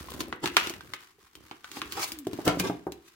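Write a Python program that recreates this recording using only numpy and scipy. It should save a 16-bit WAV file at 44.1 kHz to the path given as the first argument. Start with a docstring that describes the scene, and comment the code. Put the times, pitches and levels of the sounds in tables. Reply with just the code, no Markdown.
"""Lamp and blister pack

Hands pull a desk lamp out of a stiff clear blister pack, close by in a small room.
The plastic shell snaps as it buckles: sharp fronts, pitched pings and short noise rings.
It rasps and groans in stick-slip where the lamp slides along it, and crinkles under the fingers.
Lamp and pack bump on the wooden table as sums of damped modes; the room answers over a faint floor."""
import sys
import numpy as np
from scipy import signal
from scipy.fft import rfft, irfft, next_fast_len
from scipy.io import wavfile
from scipy.ndimage import uniform_filter1d, map_coordinates

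SR = 44100
rng = np.random.default_rng(int(sys.argv[2]) if len(sys.argv) > 2 else 0)


def int16_out(signal):
    """Quantize to a 16-bit WAV file."""
    q = np.round(np.clip(np.atleast_2d(signal).T, -1, 1) * 32767)
    wavfile.write(sys.argv[1], SR, q.astype(np.int16))


N = 138915


def amp(db):
    """Decibel law: level to amplitude ratio."""
    return 10 ** (np.asarray(db) / 20)


def unit(x):
    """Normalisation to an rms of 1."""
    return x / np.sqrt(np.mean(x ** 2) + 1e-20)


def along(points, hz):
    """Interpolation of (f/Hz, value) points on a logarithmic frequency axis."""
    f, v = np.transpose(points)
    return np.interp(np.log(hz + 1), np.log(f + 1), v)


def add(track, s, x):
    """Superposition: mix x into the track from time s."""
    i = max(0, round(s * SR))
    track[:, i:i + x.shape[-1]] += x[..., :max(0, N - i)]


def filtered(x, response):
    """Linear filtering: the spectrum of x times a complex response of frequency."""
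    size = 2 * next_fast_len(x.shape[-1] // 2 + 4096)  # even, with room for the tail
    spectrum = rfft(x, size) * response(np.fft.rfftfreq(size, 1 / SR))
    return irfft(spectrum, size)[..., :x.shape[-1]]


def coloured(x, points, tilt=0):
    """Minimum-phase filtering to a (f/Hz, level/dB) shape, tilted in dB per octave about 2.5 kHz."""
    def response(hz):
        octaves = np.log2(np.maximum(hz, 800) / 2500)  # no further tilt below 800 Hz
        cepstrum = irfft(np.log(amp(along(points, hz) + tilt * octaves)))
        # folding the cepstrum onto positive time makes the filter causal
        half = len(cepstrum) // 2
        cepstrum[1:half] *= 2
        cepstrum[half + 1:] = 0
        return np.exp(rfft(cepstrum))
    return filtered(x, response)


# Coherence of the two channels: f/Hz, left-right correlation
LIKENESS = [(60, 0.72), (350, 0.9), (900, 0.31), (2000, 0.062), (6000, 0.033)]


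def noise(size):
    """Partial coherence: white stereo noise, alike in the bass and nearly unrelated in the treble."""
    def mid_and_side(hz):
        angle = np.arccos(np.clip(along(LIKENESS, hz), -1, 1)) / 2
        return np.array([np.cos(angle), np.sin(angle)])
    mid, side = filtered(rng.standard_normal((2, size)), mid_and_side)
    return np.array([mid + side, mid - side])


def burst(t60, size=70):
    """Modal overlap: decaying stereo noise of energy 1, of many close modes but an even spectrum."""
    t = np.arange(SR // 10) / SR
    x, decay = noise(len(t)), amp(-60 * t / t60)
    power = uniform_filter1d(np.abs(rfft(x * decay)) ** 2, size)  # smoothed over bins
    evened = irfft(rfft(x) / np.sqrt(np.abs(power)), len(t))
    return unit(evened * decay) / np.sqrt(len(t))


def shell(x, lowest_hz=400):
    """Radiation efficiency: a thin shell radiates little bass."""
    return filtered(x, lambda f: .8 * (1j * f / (lowest_hz + 1j * f)) ** 2)


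CLUMPS_PER_S, CLUMP_DB = 170, 2.5  # pace and spread of the clumping
SLIP_SPREAD_DB = 2  # spread of slip sizes in rasps and finger ticks


def slips(rate, spread_db):
    """Stick-slip: a train of tiny uneven clicks that come in clumps, rms 1."""
    place = np.arange(N) * CLUMPS_PER_S / SR
    clump_db = CLUMP_DB * map_coordinates(rng.standard_normal(N // 20), [place], order=1)
    slipping = rng.random(N) < rate / SR
    spread = spread_db * np.clip(rng.standard_normal(N), -2, 2)
    sizes = slipping * amp(clump_db + spread)
    # each slip's energy dies with a time constant of 1.1 ms
    energy = signal.lfilter([1], [1, -np.exp(-1 / (0.0011 * SR))], sizes ** 2)
    return unit(noise(N) * np.sqrt(energy))


# Spectrum of the background: f/Hz, relative level/dB
FLOOR_SPECTRUM = [(20, -14.5), (65, -5.5), (200, -15), (400, -4.5), (600, -37), (1200, -16), (16000, -29.5)]
FLOOR_DB = -68  # rms level


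def background():
    """Stationary random noise: a faint, steady floor."""
    return amp(FLOOR_DB) * unit(coloured(noise(N), FLOOR_SPECTRUM))


# Reverberation time of the room: f/Hz, t60/s
ROOM_DECAY = [(100, 0.59), (300, 0.42), (700, 0.37), (2000, 0.33), (5000, 0.28), (13000, 0.083)]
# Spectrum of the reverberation: f/Hz, level/dB
ROOM_SPECTRUM = [(60, -11), (200, -7.5), (330, -4), (600, -8.5), (1100, -9.5), (2600, -6.5), (6000, -17.5),
                 (14000, -13.5)]


def room(x, delay_s=.009, count=12):
    """Diffuse reverberation: noise tails with exponential decay, crossfaded as the pack is moved about."""
    out, place = np.zeros((2, N)), np.linspace(0, count - 1, N)
    for k in range(count):
        hz, t, cells = signal.stft(noise(SR * 2 // 3), SR, nperseg=256)
        t60 = along(ROOM_DECAY, hz)[:, None]
        even_energy = np.sqrt(2 * np.log(1000) / (t60 * SR))  # whatever the decay time
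        tail = signal.istft(cells * amp(-60 * t / t60) * even_energy, SR, nperseg=256)[1]
        near = np.abs(place - k) < 1
        part = x[:, near] * np.cos(np.pi / 2 * (place[near] - k))
        answer = signal.fftconvolve(part, coloured(tail, ROOM_SPECTRUM), axes=1)
        add(out, np.argmax(near) / SR + delay_s, answer)
    return out


# Grip of the fingers: t/s, crinkle relative level/dB, low rubbing relative level/dB
FINGER_GRIP = [(0, -40, -44.5), (.14, -48.5, -39), (.29, -51.5, -46.5), (.41, -76, -52.5), (.45, -42, -45),
               (0.539, -43, -47), (.85, -56, -53.5), (1.0, -50, -58.5), (1.111, -55, -93), (1.17, -75, -72),
               (1.229, -51.5, -65), (1.31, -61.5, -92.5), (1.37, -60, -51.5), (1.49, -53.5, -67),
               (1.59, -57, -75), (1.78, -48, -54.5), (2.136, -47, -50), (2.239, -58, -62), (2.4, -46, -48),
               (2.68, -46.5, -44), (2.84, -61.5, -85), (2.96, -64.5, -59.5), (3.15, -57.5, -102)]
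# Spectrum of the crinkling: f/Hz, relative level/dB
CRINKLE_SPECTRUM = [(200, -1), (400, -8.5), (620, -7.5), (1100, 7.5), (2500, -1), (5000, -2.5),
                    (10000, -9.5), (16000, -12)]
# Spectrum of the rubbing fingertips: f/Hz, relative level/dB
RUB_SPECTRUM = [(35, -18.5), (68, 8), (100, -1), (150, -2.5), (220, -2), (340, 0), (560, -10.5),
                (2000, -27.5)]
CRINKLES_PER_S, CRINKLE_SPREAD_DB, RUB_TICKS_PER_S = 1600, 6.5, 130
CRINKLE_DB, RUB_DB = -4.5, -3.5  # added to the grip levels


def handling():
    """Stick-slip friction: fine crinkling and soft low ticks of shifting fingertips follow the grip."""
    s, *levels = np.transpose(FINGER_GRIP)
    crinkle_db, rub_db = [np.interp(np.arange(N) / SR, s, level) for level in levels]
    crinkle = unit(shell(coloured(slips(CRINKLES_PER_S, CRINKLE_SPREAD_DB), CRINKLE_SPECTRUM)))
    rub = unit(coloured(slips(RUB_TICKS_PER_S, SLIP_SPREAD_DB), RUB_SPECTRUM))
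    return amp(crinkle_db + CRINKLE_DB) * crinkle + amp(rub_db + RUB_DB) * rub


# The groan: start t/s, length/s, first mean f/Hz, last mean f/Hz, level before shaping/dB
GROAN = (2.11, 0.33, 329, 211, -41)


def squeak(waver=0.037):
    """Friction-driven oscillation: a low wavering groan whose pitch falls as the slide slows."""
    s, length, first_hz, last_hz, db = GROAN
    out, u = np.zeros((2, N)), np.linspace(0, 1, round(length * SR))
    wander = 1 + waver * map_coordinates(rng.standard_normal(20), [10 * u])
    hz = (first_hz + (last_hz - first_hz) * u) * wander
    swell = np.sqrt(np.abs(np.sin(np.pi * u))) * (1 - u / 2)
    add(out, s, amp(db) * swell * np.sin(2 * np.pi * np.cumsum(hz) / SR))
    return out


# Bumps of lamp and pack: t/s, relative level/dB, lamp f/Hz, table ring relative level/dB,
# rattle relative level/dB
BUMPS = [(0.28, -32, 300, -13, -28), (0.442, -21, 297, -7, -2.5), (0.5679, -20.5, 390, -15, -9),
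         (.703, -27.5, 350, -6, -6), (1.185, -49, 417, -10, -37), (2.2689, -14, 360, -13.5, -5),
         (2.3886, -17, 335, -11, 1), (2.474, -7.5, 264, 3, 13.5), (2.5717, -17, 300, -6, -7.5),
         (2.604, -17.5, 308, 4, 4), (2.66, -26, 330, -8, -1), (2.698, -13.5, 306, -2, 10.5),
         (2.868, -15.5, 361, -5, 6.5)]
# Modes of the table, varied at each bump: mean f/Hz, mean relative level/dB, t60/s
TABLE_MODES = [(70.5, -25, 0.3), (131.2, -29, 0.28), (180.8, -17.5, .14), (299, -33.5, 0.13),
               (421, -18, 0.1)]
# Spectrum of the loose parts: f/Hz, relative level/dB
RATTLE_SPECTRUM = [(300, -5), (780, 7), (1300, -7), (3200, -34.5)]
KNOCK_ATTACK_S, KNOCK_T60_S, RATTLE_T60_S = 0.00086, 0.027, 0.085
OVERTONE_RATIO, OVERTONE_DB, OVERTONE_T60_S = 1.73, -6, 0.018


def knocks(lowest_hz=75):
    """Modal superposition: damped cycles of the hollow lamp and table modes; loose parts rattle on."""
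    out, t = np.zeros((2, N)), np.arange(SR // 2) / SR
    for s, db, hz, table_db, rattle_db in BUMPS:
        lamp = [(hz, 0, KNOCK_T60_S), (hz * OVERTONE_RATIO, OVERTONE_DB, OVERTONE_T60_S)]
        table = [(f * rng.normal(1, 0.019), level + table_db + rng.normal(0, 5.4), t60)
                 for f, level, t60 in TABLE_MODES]
        ring = sum(amp(level - 60 * t / t60) * np.sin(2 * np.pi * f * t)
                   for f, level, t60 in lamp + table)
        add(out, s, -amp(db) * ring * (1 - np.exp(-t / KNOCK_ATTACK_S)))
        add(out, s, amp(rattle_db) * shell(coloured(burst(RATTLE_T60_S), RATTLE_SPECTRUM)))
    return filtered(out, lambda f: (1j * f / (lowest_hz + 1j * f)) ** 2)


# Sliding contacts, and at 0.594 s the sheet fluttering after the big snap: peak t/s, rise/s and fall/s over 10
# dB, relative level/dB, tilt/dB per octave,
SLIDES = [(0.209, 0.0066, 0.0015, -23, 2.5, 1000, -19), (0.441, 0.0073, 0.007, -23, -1.5, 880, -6),
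          (0.471, 0.016, 0.0036, -29.5, -1.5, 1000, -13.5), (0.594, 0.012, 0.056, -26, 0.5, 2900, -43.5),
          (0.671, 0.023, 0.009, -36, -0.5, 1400, -21), (0.697, 0.018, 0.01, -37.5, 1.5, 4300, -46.5),
          (1.768, 0.036, 0.026, -35.5, 2.5, 800, -27), (1.925, 0.019, 0.035, -38.5, 3.5, 1100, -27.5),
          (1.979, 0.012, 0.029, -28, -2, 800, -17.5), (2.031, 0.032, 0.0067, -22, 2, 790, -38),
          (2.042, 0.014, 0.0054, -19.5, 2.5, 790, -45), (2.08, 0.026, 0.026, -38.5, 5.5, 1220, -56.5),
          (2.452, 0.0016, 0.013, -35, 8.5, 1000, -15), (2.478, 0.012, 0.03, -17.5, -4.5, 670, -5.5),
          (2.599, 0.0044, 0.0081, -17.5, 1, 2450, -3.5), (2.65, 0.022, 0.045, -29.5, -1.5, 980, -9.5),
          (2.673, 0.0036, 0.012, -26, -0.5, 850, -15), (3.084, 0.029, 0.0079, -47.5, 3, 1000, -56)]
# Spectrum of the rasp: f/Hz, relative level/dB
SCRAPE_SPECTRUM = [(500, -12), (620, -3), (1000, 4), (2750, -0.5), (4000, 0), (6000, -2.5), (11300, -12.5),
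                   (16000, -15.5)]
# Spectrum of the thump under scrapes and snaps: f/Hz, relative level/dB
THUMP_SPECTRUM = [(25, -24.5), (65, -14), (110, -4.5), (210, -6.5), (330, 4.5), (480, -6.5), (650, -22),
                  (2000, -59)]
SLIPS_PER_S = 4600
SCRAPE_DB, SCRAPE_THUMP_DB = -1.5, -3  # added to the levels of the slides
SCRAPE_RING_DB, SCRAPE_RING_T60_S = 0, 0.038
HOLLOW_WIDTH_HZ, HOLLOW_DB = 123, 7.5


def scrapes():
    """Stick-slip exciting resonance: rasps swell, let go and ring the sheet and one moulded hollow."""
    out, t = np.zeros((2, N)), np.arange(N) / SR
    rasp = slips(SLIPS_PER_S, SLIP_SPREAD_DB)
    for s, rise, fall, db, tilt, hz, thump_db in SLIDES:
        near = np.abs(t - s) < .2
        u = t[near] - s
        stroke = rasp[:, near] * amp(-10 * np.maximum(-u / rise, u / fall))
        ring = signal.fftconvolve(stroke, burst(SCRAPE_RING_T60_S)[:1], axes=1)[:, :len(u)]
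        sheet = shell(coloured(0.64 * stroke + amp(SCRAPE_RING_DB) * ring, SCRAPE_SPECTRUM, tilt))

        def hollow(f):
            damping = 1j * f * HOLLOW_WIDTH_HZ
            return 1 + amp(HOLLOW_DB) * damping / (hz * hz - f * f + damping)

        thump = coloured(stroke, THUMP_SPECTRUM)
        scrape = amp(db + SCRAPE_DB) * filtered(sheet, hollow)
        add(out, t[near][0], scrape + amp(thump_db + SCRAPE_THUMP_DB) * thump)
    return out


# Buckling snaps: t/s, relative level/dB, tilt/dB per octave, buckling facet f/Hz, thump relative level/dB
BUCKLES = [(0.0853, -15.5, -7.5, 1064, -7), (0.1038, -16, 5.5, 880, -16), (0.1194, -11.5, 0, 1070, -1),
           (0.1382, -12, 1.5, 1000, -11.5), (0.2055, 1, 1, 4130, 7), (0.3266, -1.5, -8, 2010, 5),
           (0.4584, 7.5, -2, 1300, 4), (0.475, 2, -2.5, 2820, -0.5), (0.5681, 20.5, -3.5, 1407, 6),
           (0.6717, 2, -1, 2670, 6), (0.6967, -4.5, 3.5, 5920, -21), (0.7385, -9, 0, 1980, -1),
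           (0.808, -11.5, -2.5, 1560, -25), (0.9365, 1, -2, 2157, -2.5), (1.3533, -16.5, 2, 3140, -11.5),
           (1.5123, -6.5, -6.5, 790, -1.5), (1.6442, -8, -3, 1524, -37), (1.7159, -10.5, 2.5, 6660, -10),
           (1.7694, -12, -10, 817, 2), (1.8173, 2.5, -4.5, 1050, 6), (1.9226, -2, 1.5, 4370, -30),
           (2.1197, -8, 6, 4920, 2.5), (2.1881, -20.5, 8.5, 7540, -37), (2.2697, -11.5, 3, 750, 8.5),
           (2.3323, -9, 1, 960, 14.5), (2.4787, 4.5, 2, 2970, 20.5), (2.5987, 1, 4, 5100, 4.5),
           (2.9212, -11, 2.5, 4020, -3)]
# Spectrum of a whole snap: f/Hz, relative level/dB
SNAP_SPECTRUM = [(500, -6), (650, -12), (1150, 1), (2000, -1), (3000, 0), (6000, -5.5), (11300, -12.5),
                 (16000, -14.5)]
# Spectrum of the sharp front: f/Hz, relative level/dB
FRONT_SPECTRUM = [(1500, -4.5), (3500, 2.5), (7000, -9), (16000, -11.5)]
SNAP_DB, SNAP_THUMP_DB = 0.5, -1  # added to the levels of the buckles
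SPIKE_DB, POP_DB, POP_T60_S, RING_DB, RING_T60_S = -2.5, -3.5, 0.0078, -2, 0.065
# light snaps move a single facet and sound more pitched
PING_DB, PING_DB_PER_DB, PING_T60_S = -13, -0.33, 0.028
LEAD_IN_DB, LEAD_IN_T60_S = -27, 0.014
THUMP_RATTLE_DB, THUMP_T60_S = -2, 0.061


def snaps():
    """Snap-through buckling: brief strain, then a sharp front, a pop, one facet's ping and a short ring."""
    out, t = np.zeros((2, N)), np.arange(SR // 10) / SR
    front = np.array([signal.unit_impulse(len(t), k) for k in (0, 2)])  # right two samples later
    for s, db, tilt, hz, thump_db in BUCKLES:
        ping = unit(np.sin(2 * np.pi * hz * t) * amp(-60 * t / PING_T60_S)) / np.sqrt(len(t))
        hit = amp(SPIKE_DB) * coloured(front, FRONT_SPECTRUM)
        hit = hit + amp(POP_DB) * burst(POP_T60_S)
        hit = hit + amp(PING_DB + PING_DB_PER_DB * db) * ping
        hit = hit + amp(RING_DB) * burst(RING_T60_S)
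        strain = amp(LEAD_IN_DB) * burst(LEAD_IN_T60_S)[:, SR // 20::-1]  # reversed, so it grows
        snap = shell(coloured(np.hstack([strain, hit]), SNAP_SPECTRUM, tilt))
        add(out, s - strain.shape[1] / SR, amp(db + SNAP_DB) * snap)
        blow = 0.76 * front + amp(THUMP_RATTLE_DB) * burst(THUMP_T60_S)
        add(out, s, amp(thump_db + SNAP_THUMP_DB) * coloured(blow, THUMP_SPECTRUM))
    return out


KNOCK_ROOM_DB = -1  # level of the bumps into the room


def scene():
    """Superposition of direct sound, reverberation and floor."""
    plastic = snaps() + scrapes() + handling() + squeak()
    bumps = knocks()
    floor = background()
    return plastic + bumps + room(plastic + amp(KNOCK_ROOM_DB) * bumps) + floor


# Level difference of the channels: f/Hz, lift of the left and equal drop of the right/dB
LEFT_LIFT = [(300, -0.32), (3000, 0.3), (8000, 0.24), (14000, 3.6)]
LEFT_LEAD_S = .00005  # left ahead of right
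TOP_HZ = 16200  # band limit


def record(dry):
    """Time and level differences: the left microphone is a little nearer and brighter; steep band limit."""
    side = np.array([[1], [-1]])

    def pair(hz):
        lead = np.exp(1j * np.pi * hz * LEFT_LEAD_S * side)
        return amp(along(LEFT_LIFT, hz) * side) * lead

    heard = np.clip(filtered(dry, pair), -1, 1)
    return filtered(heard, lambda hz: 1 / (1 + (hz / TOP_HZ) ** 160))


dry = scene()
out = record(dry)
int16_out(out)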